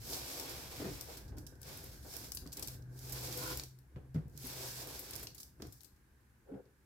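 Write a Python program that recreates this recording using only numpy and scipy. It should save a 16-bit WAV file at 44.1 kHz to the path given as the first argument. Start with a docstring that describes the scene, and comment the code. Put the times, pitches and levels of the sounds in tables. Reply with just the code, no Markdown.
"""Foil hisses and a loaded tray groans from the start, as a cake in a foil-covered tray is turned in pushes
on a stone kitchen counter: filtered noise, grained by random slips, follows each push.
Low rumble and faint room hiss, both wavering noise, lie underneath. Creases snap as short noise bursts and
hands bump the tray as damped sines and noise. Later a sine hums in passing, pressing makes narrow modes sing
and a last dull shove scrapes."""
import sys
import numpy as np
from scipy import signal
from scipy.fft import rfft, irfft, next_fast_len
from scipy.io import wavfile
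from scipy.ndimage import map_coordinates

SR = 44100
rng = np.random.default_rng(int(sys.argv[2]) if len(sys.argv) > 2 else 0)


def digitize_waveform(pressure):
    """Quantize a signal to 16-bit integers and store it at the path in sys.argv[1].

    Rows of a 2-D input are taken as channels; values are limited to [-1, 1].
    """
    field = np.atleast_2d(pressure).T
    bounded = np.clip(field, -1, 1)
    quanta = np.round(bounded * 32767).astype(np.int16)
    wavfile.write(sys.argv[1], SR, quanta)


def linear_from_db(decibels):
    """Turn decibels (scalar or array-like) into linear amplitude factors; 0 gives 1."""
    return 10 ** (np.asarray(decibels, float) / 20)


N = 302082
T = np.arange(N) / SR


def columns(table):
    """Each column of a curve after its time column, one value a sample."""
    s, *rest = np.transpose(table)
    return [np.interp(T, s, c) for c in rest]


def unit(x):
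    """Scaled to rms 1."""
    return x / np.sqrt(np.mean(x ** 2))


def shape(x, gain):
    """Zero-phase filter by a gain given as a function of frequency."""
    n = next_fast_len(x.shape[-1])
    hz = np.arange(n // 2 + 1) * SR / n + 1
    return irfft(rfft(x, n) * gain(hz), n)[..., :x.shape[-1]]


def colour(points):
    """Gain through (Hz, dB) points, joined over log frequency."""
    hz, db = np.transpose(points)
    return lambda f: linear_from_db(np.interp(np.log(f), np.log(hz), db))


def resonances(modes):
    """Gain of steep (Hz, width Hz, dB) resonances, added in power."""
    def gain(f):
        return np.sqrt(sum((linear_from_db(db) / (1 + ((f - hz ** 2 / f) / width) ** 2)) ** 2 for hz, width, db in modes))
    return gain


def below(hz):
    """Steep low-pass gain."""
    return lambda f: 1 / np.sqrt(1 + (f / hz) ** 8)


# Likeness of left and right. Each row: frequency in Hz, likeness 0-1.
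LIKENESS = [(60, 0.92), (130, 0.78), (290, 0.67), (640, 0.22), (1410, 0), (3100, 0.01), (6820, 0.0),
            (15000, 0)]


def noise():
    """Left and right noise, alike in the bass and unrelated in the treble."""
    mid, side = rng.standard_normal((2, N))
    hz, share = np.transpose(LIKENESS)

    def alike(f):
        return np.clip(np.interp(np.log(f), np.log(hz), share), 0, 1)

    mid = shape(mid, lambda f: np.sqrt(1 + np.sqrt(alike(f))))
    side = shape(side, lambda f: np.sqrt(1 - np.sqrt(alike(f))))
    return np.array([mid + side, mid - side]) / 2


def walk(per_s):
    """Slow chance: per_s random levels a second joined smoothly, spread near 1."""
    knots = rng.standard_normal(int(60 * N / SR))
    return map_coordinates(knots, [T * per_s], order=3)


def fade(x, t60_s):
    """Every impulse of x dies away exponentially."""
    return signal.lfilter([1], [1, -np.exp(-np.log(1000) / (t60_s * SR))], x)


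def slips(per_s, spread_db, t60_s):
    """Envelope of dense random slips of unequal size, each with a sharp start and a short ring; rms 1."""
    when, size = rng.random(N), rng.exponential(size=N)
    power = (when < per_s / SR) * linear_from_db(2 * spread_db * size)
    return unit(np.sqrt(fade(power, t60_s / 2)))


# Turning the tray and brushing its rim, one table a push. Each row: time in seconds, foil hiss in dB (sliding
# speed), scrape in dB (weight on the stone), centre of the tray's groan in Hz.
PUSH_CURVES = [
    [(0.0, -59, -70, 355), (0.126, -42, -60, 415), (0.234, -50.5, -60, 492), (0.31, -46.5, -59.5, 396),
     (0.44, -48.5, -59.5, 501), (0.488, -53.5, -58.5, 393), (0.574, -51, -60, 680), (0.694, -55, -63, 590),
     (0.766, -52, -60.5, 370), (0.948, -53, -62.5, 380), (1.056, -58, -66.5, 520), (1.136, -54, -63.5, 503),
     (1.198, -62, -66.5, 356), (1.3, -75, -79.5, 390)],
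    [(1.61, -71, -82, 344), (1.658, -62, -66, 379), (1.692, -53.5, -63.5, 454), (1.774, -54.5, -64, 436),
     (1.806, -56, -66, 417), (1.942, -59, -70, 348), (2.02, -64.5, -74.5, 418)],
    [(2.03, -59.5, -72, 395), (2.104, -53.5, -70, 441), (2.152, -50, -62, 397), (2.178, -54, -66.5, 444),
     (2.244, -51, -63, 440), (2.31, -60.5, -74, 325)],
    [(2.55, -78, -74, 380), (2.588, -76, -61, 344), (2.628, -79, -69.5, 448), (2.66, -74, -69, 376),
     (2.742, -56.5, -70.5, 333), (2.8, -79, -82, 315)],
    [(2.9, -77, -96, 327), (2.96, -63.5, -81, 324), (3.024, -56, -70, 411), (3.076, -52.5, -67, 357),
     (3.164, -50.5, -60.5, 430), (3.222, -49.5, -62, 395), (3.252, -44.5, -60.5, 458),
     (3.306, -49, -61, 440), (3.412, -46, -58.5, 437), (3.466, -45.5, -58.5, 470), (3.512, -46, -56.5, 364),
     (3.586, -51, -62.5, 384), (3.642, -78, -71, 357), (3.7, -86, -89, 314)],
    [(4.33, -73, -87, 306), (4.432, -51, -65, 328), (4.498, -50, -60, 347), (4.556, -49.5, -61, 503),
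     (4.61, -45.5, -58, 430), (4.66, -47, -60.5, 610), (4.738, -50, -63, 380), (4.82, -47, -60, 523),
     (4.858, -54.5, -63, 410), (4.924, -50.5, -62, 530), (5.058, -54, -65.5, 355),
     (5.14, -56.5, -62.5, 445), (5.234, -55, -64, 389), (5.32, -77, -78.5, 416)],
    [(5.36, -73, -72, 352), (5.39, -63, -83, 377), (5.448, -76, -85, 331), (5.5, -74, -100, 390)],
    [(5.61, -71, -86, 339), (5.714, -69, -94, 368), (5.786, -68, -97, 349), (5.948, -84, -105, 344),
     (6.0, -93, -104, 346)],
]


def contact():
    """Hiss and scrape levels in dB: the strongest push at each moment, each fading outside its own span."""
    let_go_db_per_s = 500
    levels = []
    for s, hiss_db, scrape_db, _ in map(np.transpose, PUSH_CURVES):
        outside_s = np.maximum(0, np.maximum(s[0] - T, T - s[-1]))
        levels.append([np.interp(T, s, c) - let_go_db_per_s * outside_s for c in (hiss_db, scrape_db)])
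    return np.max(levels, axis=0)


# Colour of foil noise. Each row: frequency in Hz, relative density in dB.
FOIL_COLOUR = [(1180, -19.5), (2000, -43), (2200, -17.5), (3000, -17.5), (3220, -14), (5240, -3.5),
               (6470, -7), (8000, -6.5), (9050, -10.5), (12800, -5), (15100, -9), (15900, -14.5),
               (16500, -110)]
# Body modes of the loaded tray. Each row: frequency in Hz, width in Hz, relative level in dB.
TRAY_MODES = [(285, 57, 2.5), (328, 100, -4), (390, 59, 1), (498.8, 61, 0.5), (658, 63, -9.5),
              (768, 520, -1)]
# Modes of tray and counter under friction. Each row: frequency in Hz, width in Hz, relative level in dB.
SCRAPE_MODES = [(1090, 390, -9), (1556, 590, 5.2), (1820, 150, -0.5), (2110, 620, 2.5)]


def slide():
    """Countless creases slip over the stone: bright hiss from the foil, rougher groan and scrape from the tray."""
    groan_over_scrape_db, creak_over_rumble_db = 6, -11.5
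    dull_over_scrape_db, dull_slope, firm_push_db = 4, 0.33, -63
    hiss_db, scrape_db = contact()
    creak_db = columns(HAND_LEAN)[0] + creak_over_rumble_db
    groan_db = np.maximum(scrape_db + groan_over_scrape_db, creak_db) + 0.7 * walk(12.0)
    centre_hz = columns(np.vstack(PUSH_CURVES))[2]

    grain = slips(per_s=1700.0, spread_db=-1.5, t60_s=0.097)
    foil = shape(noise() * grain, colour(FOIL_COLOUR))
    dull = shape(foil, below(2870.0))
    bright = foil - dull
    # a firmer push gains more dull hiss than scrape
    dull_db = scrape_db + dull_over_scrape_db + dull_slope * (scrape_db - firm_push_db)

    rub = noise() * slips(per_s=180.0, spread_db=3.0, t60_s=0.21)
    # the modes nearest the centre are rubbed hardest
    groan = sum(shape(rub, resonances([mode])) * linear_from_db(-5 * np.log2(mode[0] / centre_hz) ** 2)
                for mode in TRAY_MODES)
    scrape = shape(noise() * grain, resonances(SCRAPE_MODES))

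    hiss = linear_from_db(hiss_db) * unit(bright) + linear_from_db(dull_db) * unit(dull)
    return hiss + linear_from_db(groan_db) * unit(groan) + linear_from_db(scrape_db) * unit(scrape)


# How hard the hands lean on tray and counter. Each row: time in seconds, rumble in dB before its waver.
HAND_LEAN = [(0.0, -53), (0.05, -53), (0.5, -66), (0.53, -55), (0.95, -52), (0.99, -59.5), (1.39, -50.5),
             (1.51, -58), (1.66, -56), (1.93, -56.5), (2.67, -56), (3.45, -55), (3.57, -51), (3.7, -64.5),
             (3.91, -66), (3.97, -56), (4.1, -61), (4.16, -60), (4.21, -55.5), (4.67, -63.5), (4.94, -58.5),
             (5.06, -65), (5.15, -59), (5.57, -67.5), (5.61, -54), (5.8, -71), (6.45, -71.5), (6.56, -61),
             (6.66, -76.5), (6.85, -72)]
# Colour of the deep rumble. Each row: frequency in Hz, relative density in dB.
DEEP_COLOUR = [(15, -36), (25, -10), (41, -6), (54, 2.5), (70, 6), (92, -13.5), (110, -1), (140, -9),
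               (240, -120)]


def rumble():
    """The counter's weight shifting, heavier the harder the hands lean or drag; each band wavers alone."""
    upper_over_lean_db, drag_over_scrape_db = -3, -4.5
    lean_db = columns(HAND_LEAN)[0]
    deep = unit(shape(noise(), colour(DEEP_COLOUR)))
    upper = unit(shape(noise(), resonances([(115.4, 92, -5.0), (139.0, 12, -7), (238, 220, -17)])))
    shake = np.hypot(linear_from_db(lean_db + upper_over_lean_db), linear_from_db(contact()[1] + drag_over_scrape_db))
    return linear_from_db(lean_db + 0.68 * walk(6.0)) * deep + linear_from_db(1.4 * walk(13.0)) * shake * upper


# Colour of the room and microphone hiss. Each row: frequency in Hz, relative density in dB.
AIR_COLOUR = [(35, -1.5), (60, -32), (127, 0.5), (358, -3.5), (708, -24.5), (796, -11), (1300, -12.5),
              (1610, -7), (1990, -13.5), (3340, -22.5), (12700, -21), (15400, -23.5), (16500, -44)]
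# Faint whir near 1.6 kHz. Each row: time in seconds, level in dB.
WHIR_LEVEL = [(0.0, -103), (1.4, -72), (2.9, -74), (3.45, -77), (3.7, -103), (4.4, -82), (4.7, -66),
              (5.4, -97), (6.0, -100)]


def background():
    """Gently varying room and microphone hiss, with a narrow whir that wanders in level."""
    air_db, air_waver_db = -73, 0.9
    air = unit(shape(noise(), colour(AIR_COLOUR)))
    whir = unit(shape(noise(), resonances([(1575, 240, 0)])))
    whir_db = columns(WHIR_LEVEL)[0]
    return linear_from_db(air_db + air_waver_db * walk(2.694)) * air + linear_from_db(whir_db) * whir


# Creases snapping. Each row: start in seconds, burst level in dB before envelope and pan, treble tilt in dB,
# time for the tear to halve in ms (0.5 at least).
CREASE_SNAPS = [(0.132, -46, -17, 7.9), (0.397, -45, -2, 4.1), (0.492, -50, 4, 21), (1.0096, -43, 3, 3.9),
                (1.171, -52, 1, 12), (1.2788, -65.5, -8, 18), (1.3685, -64, -1, 21), (1.3826, -53, 1, 5.9),
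                (1.4656, -53, -4, 5.6), (1.47, -52.5, 0.1, 2.5), (1.5534, -65.5, -4, 3.1),
                (1.616, -48.5, 5, 1.5), (1.6302, -49, 0, 2.5), (1.666, -57, -7, 15),
                (1.7728, -46.5, 24, 2.1), (1.841, -49, 15, 2.5), (2.1364, -49.5, 1, 6.7),
                (2.1657, -47, 7, 2.6), (2.3191, -38.5, -2.5, 2.2), (2.3476, -42.5, 19, 7.5),
                (2.3703, -52, -7, 3.2), (2.3714, -39.5, -9, 2.2), (2.464, -54.5, -8, 1.7),
                (2.4741, -52, -8, 1.4), (2.5202, -53, -6, 9.8), (2.528, -44.5, 3, 5), (2.534, -50, -3, 2.9),
                (2.5697, -43, 2, 5.6), (2.5944, -42, 4, 2.9), (2.6247, -41, -0.5, 6.6),
                (2.6465, -48, -17, 2.1), (2.6734, -42, 9, 4.3), (2.6822, -43, -4, 3.5),
                (2.822, -64.5, -8, 3.5), (2.991, -47, 2, 0.8), (3.0952, -52, 7.5, 2),
                (3.1219, -43.5, 9, 12), (3.3247, -49, 2, 3.8), (3.372, -47, 9, 14), (3.4755, -44, 9, 1.9),
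                (3.573, -29.5, 6, 0.49), (3.5963, -36.5, -15, 1.8), (3.6353, -43, -5, 2.3),
                (3.7876, -62, 4, 1.8), (4.1435, -65, -3, 17), (4.28, -69, 11, 4.2), (4.296, -70.5, 4, 7.7),
                (4.366, -65, -7, 3.7), (4.3753, -47.5, 5, 2.4), (4.4515, -51, 6, 2.6),
                (4.4687, -50, 15, 6.8), (4.872, -46.5, 12, 2.5), (4.9922, -44, 18, 6.4),
                (5.1087, -41, 11, 1.9), (5.1331, -47, -5, 5.2), (5.1538, -43.5, 4, 2.1),
                (5.161, -40, 6, 2.2), (5.196, -49.5, 9, 3), (5.229, -47.5, 12, 7.9),
                (5.2702, -41.5, -18, 2), (5.3467, -54, 6, 6.9), (5.38, -55, -2.1, 9.5),
                (5.4012, -49.5, 3.5, 10.5), (5.431, -46, -1, 2.5), (5.6207, -47.5, -12.5, 3.2),
                (5.669, -57.5, 2, 4.1), (5.723, -56.5, 4, 10), (5.806, -59.5, -3, 3.6), (5.814, -60, 5, 2),
                (5.833, -52, 1, 0.97), (5.845, -59, -2, 6.8), (5.9613, -75, -3, 5.6),
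                (6.655, -76, -18, 2.5)]


def snaps():
    """A crease flips: a burst in the foil's colour, tilted crease by crease, with a knock of the tray."""
    rise_s, click_ms, click_db = 0.00035, 0.13, -18
    rattle_t60_s, rattle_db = 0.035, -8.5
    pan_spread_db = 7.5
    # duller and louder creases knock the tray harder
    knock_base_db, knock_db_per_tilt_db, knock_db_per_db, crisp_snap_db = -16.5, -0.11, 0.46, -31
    out, t = np.zeros((2, N + SR)), T[:SR // 4]
    for s, level_db, tilt_db, tear_ms in CREASE_SNAPS:
        tilt = colour([(4500, -tilt_db / 2), (11500, tilt_db / 2)])
        chance = rng.standard_normal((3, len(t)))
        pan_db = pan_spread_db * rng.standard_normal()
        knock_db = knock_base_db + knock_db_per_tilt_db * tilt_db + knock_db_per_db * (level_db - crisp_snap_db)
        knock = linear_from_db(knock_db) * unit(shape(chance[2], resonances([(1020, 5900, 0)])))
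        burst = unit(shape(chance[:2], lambda f: colour(FOIL_COLOUR)(f) * tilt(f))) + knock
        # the crease tears along for a few ms and stops, then the sheet rattles out
        tear = 1.2 * np.exp(-np.log(2) * (1000 * t / max(tear_ms, 0.5)) ** 1.3)
        click = linear_from_db(click_db) * np.exp(-1000 * t / click_ms)
        rattle = linear_from_db(rattle_db - 60 * t / rattle_t60_s)
        envelope = (1 - np.exp(-t / rise_s)) * (tear + click + rattle)
        i = int(s * SR)
        out[:, i:i + len(t)] += linear_from_db(level_db + np.array([[pan_db], [-pan_db]]) / 2) * envelope * burst
    return out[:, :N]


# Hands bumping tray and counter; the rows at 2.568, 2.625 and 2.683 s are the tray knocked by snapping creases.
# # Each row: start in seconds, thump level in dB, pitch in Hz, tray ring in dB before its decay.
HAND_BUMPS = [(0.797, -45, 256, -40), (0.815, -45, 117, -37.5), (0.845, -38, 190, -37),
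              (0.861, -44, 101, -37.5), (0.877, -40, 143, -44), (0.911, -43, 126, -47),
              (1.32, -43, 105, -53), (1.262, -48, 78.5, -71), (2.421, -42, 71, -53.5),
              (2.589, -59, 74.5, -75), (2.751, -43, 89, -70), (1.374, -43, 137, -48.5),
              (2.459, -45, 163, -48.5), (2.568, -64, 202, -54), (2.625, -63, 202, -47.5),
              (2.683, -61, 199, -71), (3.96, -47, 128, -46.5), (3.966, -40.5, 130, -56),
              (4.147, -32, 174.5, -45.5), (4.159, -25.5, 158.2, -44), (4.177, -35, 139, -53),
              (4.204, -60, 168, -60), (4.255, -41, 129, -67), (4.352, -42.5, 137, -61),
              (4.441, -46, 247, -50), (5.225, -62, 150, -50.5), (5.599, -47, 115, -50.5),
              (5.62, -45, 203, -44.5), (5.636, -50, 109, -66), (5.65, -46, 133, -49.5),
              (5.678, -45, 101, -62), (5.931, -56, 68.6, -83), (6.114, -59.5, 70, -85),
              (6.516, -39.5, 273, -60), (6.541, -43, 194.5, -55), (6.662, -63, 126, -63)]
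# Modes of a thump. Each row: multiple of the pitch, relative level in dB.
THUMP_MODES = [(0.698, -7.5), (1.002, 2), (1.399, -8)]


def bumps():
    """Soft blows thump the counter in a few damped low modes, shake the tray, and the skin adds a dull tick."""
    thump_t60_s, rise_s = 0.12, 0.0025  # t60 at the pitch itself; higher modes die sooner
    tray_decay_s, tick_decay_s, tick_over_tray_db = 0.019, 0.013, -12
    out, t = np.zeros((2, N + SR)), T[:SR // 2]

    def soft(f):
        # a soft hand barely reaches the upper modes
        return resonances(TRAY_MODES)(f) / (1 + (f / 450.0) ** 3.94)

    for s, thump_db, hz, tray_db in HAND_BUMPS:
        thump = sum(linear_from_db(db - 60 * t * k / thump_t60_s) * np.sin(2 * np.pi * k * hz * t) for k, db in THUMP_MODES)
        chance = rng.standard_normal((3, len(t)))
        tray = unit(shape(chance[2], soft)) * np.exp(-t / tray_decay_s)
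        tick = unit(shape(chance[:2], resonances([(1160, 1530, 0)]))) * np.exp(-t / tick_decay_s)
        blow = linear_from_db(thump_db) * thump + linear_from_db(tray_db) * tray
        i = int(s * SR)
        out[:, i:i + len(t)] += (1 - np.exp(-t / rise_s)) * blow + linear_from_db(tray_db + tick_over_tray_db) * tick
    return out[:, :N]


def room(x):
    """Hard kitchen walls: a diffuse tail, different at each ear and weak in the bass."""
    t60_s, wet_db, gap_s = 0.32, -5, 0.004
    t = T[:SR // 2]
    tail = rng.standard_normal((2, len(t))) * linear_from_db(-60 * t / t60_s) * (t > gap_s)
    tail = tail / np.sqrt(np.sum(tail ** 2, axis=1, keepdims=True))
    wet = signal.fftconvolve(x, tail, axes=1)[:, :N]
    return linear_from_db(wet_db) * shape(wet, lambda f: f / np.hypot(f, 400.0))


# The hum's swells. Each row: start in seconds, rise in seconds, sag in seconds, level after the rise in dB,
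# level change over the sag in dB.
HUM_SWELLS = [(2.62, 0.053, 0.305, -53, 1.5), (3.0, 0.12, 0.38, -49, -4), (3.52, 0.055, 0.23, -59.5, 1.5),
              (3.96, 0.16, 0.089, -54, -13), (4.36, 0.046, 0.046, -53.5, -7), (4.48, .05, .4, -55.5, -5)]


def hum():
    """A low sine, wavering in pitch and level, that swells and dies away a few times."""
    centre_hz, waver_hz, end_s = 127.5, 1.64, 0.095
    gain = sum(np.interp(T, np.cumsum([s, rise_s, sag_s, end_s]), [0, linear_from_db(db), linear_from_db(db + change_db), 0])
               for s, rise_s, sag_s, db, change_db in HUM_SWELLS)
    level = np.sqrt(2) * gain * linear_from_db(0.51 * walk(10.0))
    phase = 2 * np.pi * np.cumsum(centre_hz + waver_hz * walk(5.0)) / SR
    return level * np.sin(phase)


# Pressing down in jerks. Each row: peak time in seconds, low pair in dB, high pair in dB.
PRESS_JERKS = [(3.19, -65, -63), (3.27, -54, -76), (3.378, -50, -77), (3.43, -80, -52.5), (3.474, -58, -53),
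               (3.515, -52, -50.5)]
# Singing modes, low and high pair. Each row: frequency in Hz, width in Hz, relative level in dB.
LOW_PAIR = [(325, 8.5, -5), (501, 7.9, -4)]
HIGH_PAIR = [(1020, 120, 0), (1426, 160, 0)]


def sing():
    """Stick-slip under pressure rings the narrow modes: the low pair smoothly, the high pair with grain."""
    rise_db_per_s, fall_db_per_s = 250, 260
    low = unit(shape(noise(), resonances(LOW_PAIR)))
    grain = slips(per_s=260.0, spread_db=1.5, t60_s=0.057)
    high = unit(shape(noise() * grain, resonances(HIGH_PAIR)))
    out = np.zeros((2, N))
    for s, low_db, high_db in PRESS_JERKS:
        jerk_db = np.minimum(rise_db_per_s * (T - s), fall_db_per_s * (s - T))
        out += linear_from_db(jerk_db) * (linear_from_db(low_db) * low + linear_from_db(high_db) * high)
    return out


def shove():
    """A last short, dull scrape through a hollow body: resonant noise that trails off softly."""
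    full_from_s, full_until_s, level_db = 6.495, 6.6, -53
    rise_db_per_s, fall_db_per_s = 603, 600
    tail_db, tail_db_per_s = -11.5, 122  # the slower trail, relative to full
    body = resonances([(410, 130, 2.5), (530, 63, 2), (713, 220, -11.5), (1440, 300, -21)])
    after_s = T - full_until_s
    fall_db = np.minimum(fall_db_per_s * after_s, tail_db_per_s * after_s - tail_db)
    outside_db = np.maximum(0, np.maximum(rise_db_per_s * (full_from_s - T), fall_db))
    return linear_from_db(level_db - outside_db) * unit(shape(noise(), body))


def scene():
    """Tray and hands over the background; snaps and bumps also sound the room."""
    sharp = snaps() + bumps()
    return slide() + rumble() + background() + sharp + room(sharp) + hum() + sing() + shove()


def roll_off(x):
    """The treble ends steeply here."""
    return signal.sosfilt(signal.butter(12, 16970, fs=SR, output="sos"), x)


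# Colour of the microphone ports. Each row: frequency in Hz, left minus right in dB.
PORT_TILT = [(60, 0), (110, 1.5), (200, 0), (380, 3.5), (700, 0), (1290, 0.0), (2380, -0.5), (4400, -3.5),
             (8120, 0.5), (15000, -1.0)]


def record(dry):
    """Two microphone ports that differ a little in colour, with the deepest bass cut."""
    tilt = colour(PORT_TILT)
    left = shape(dry[0], lambda f: np.sqrt(tilt(f)))
    right = shape(dry[1], lambda f: 1 / np.sqrt(tilt(f)))
    ports = shape(np.array([left, right]), lambda f: 1 / np.sqrt(1 + (32.0 / f) ** 6))
    return roll_off(ports)


dry = scene()
out = record(dry)
digitize_waveform(out)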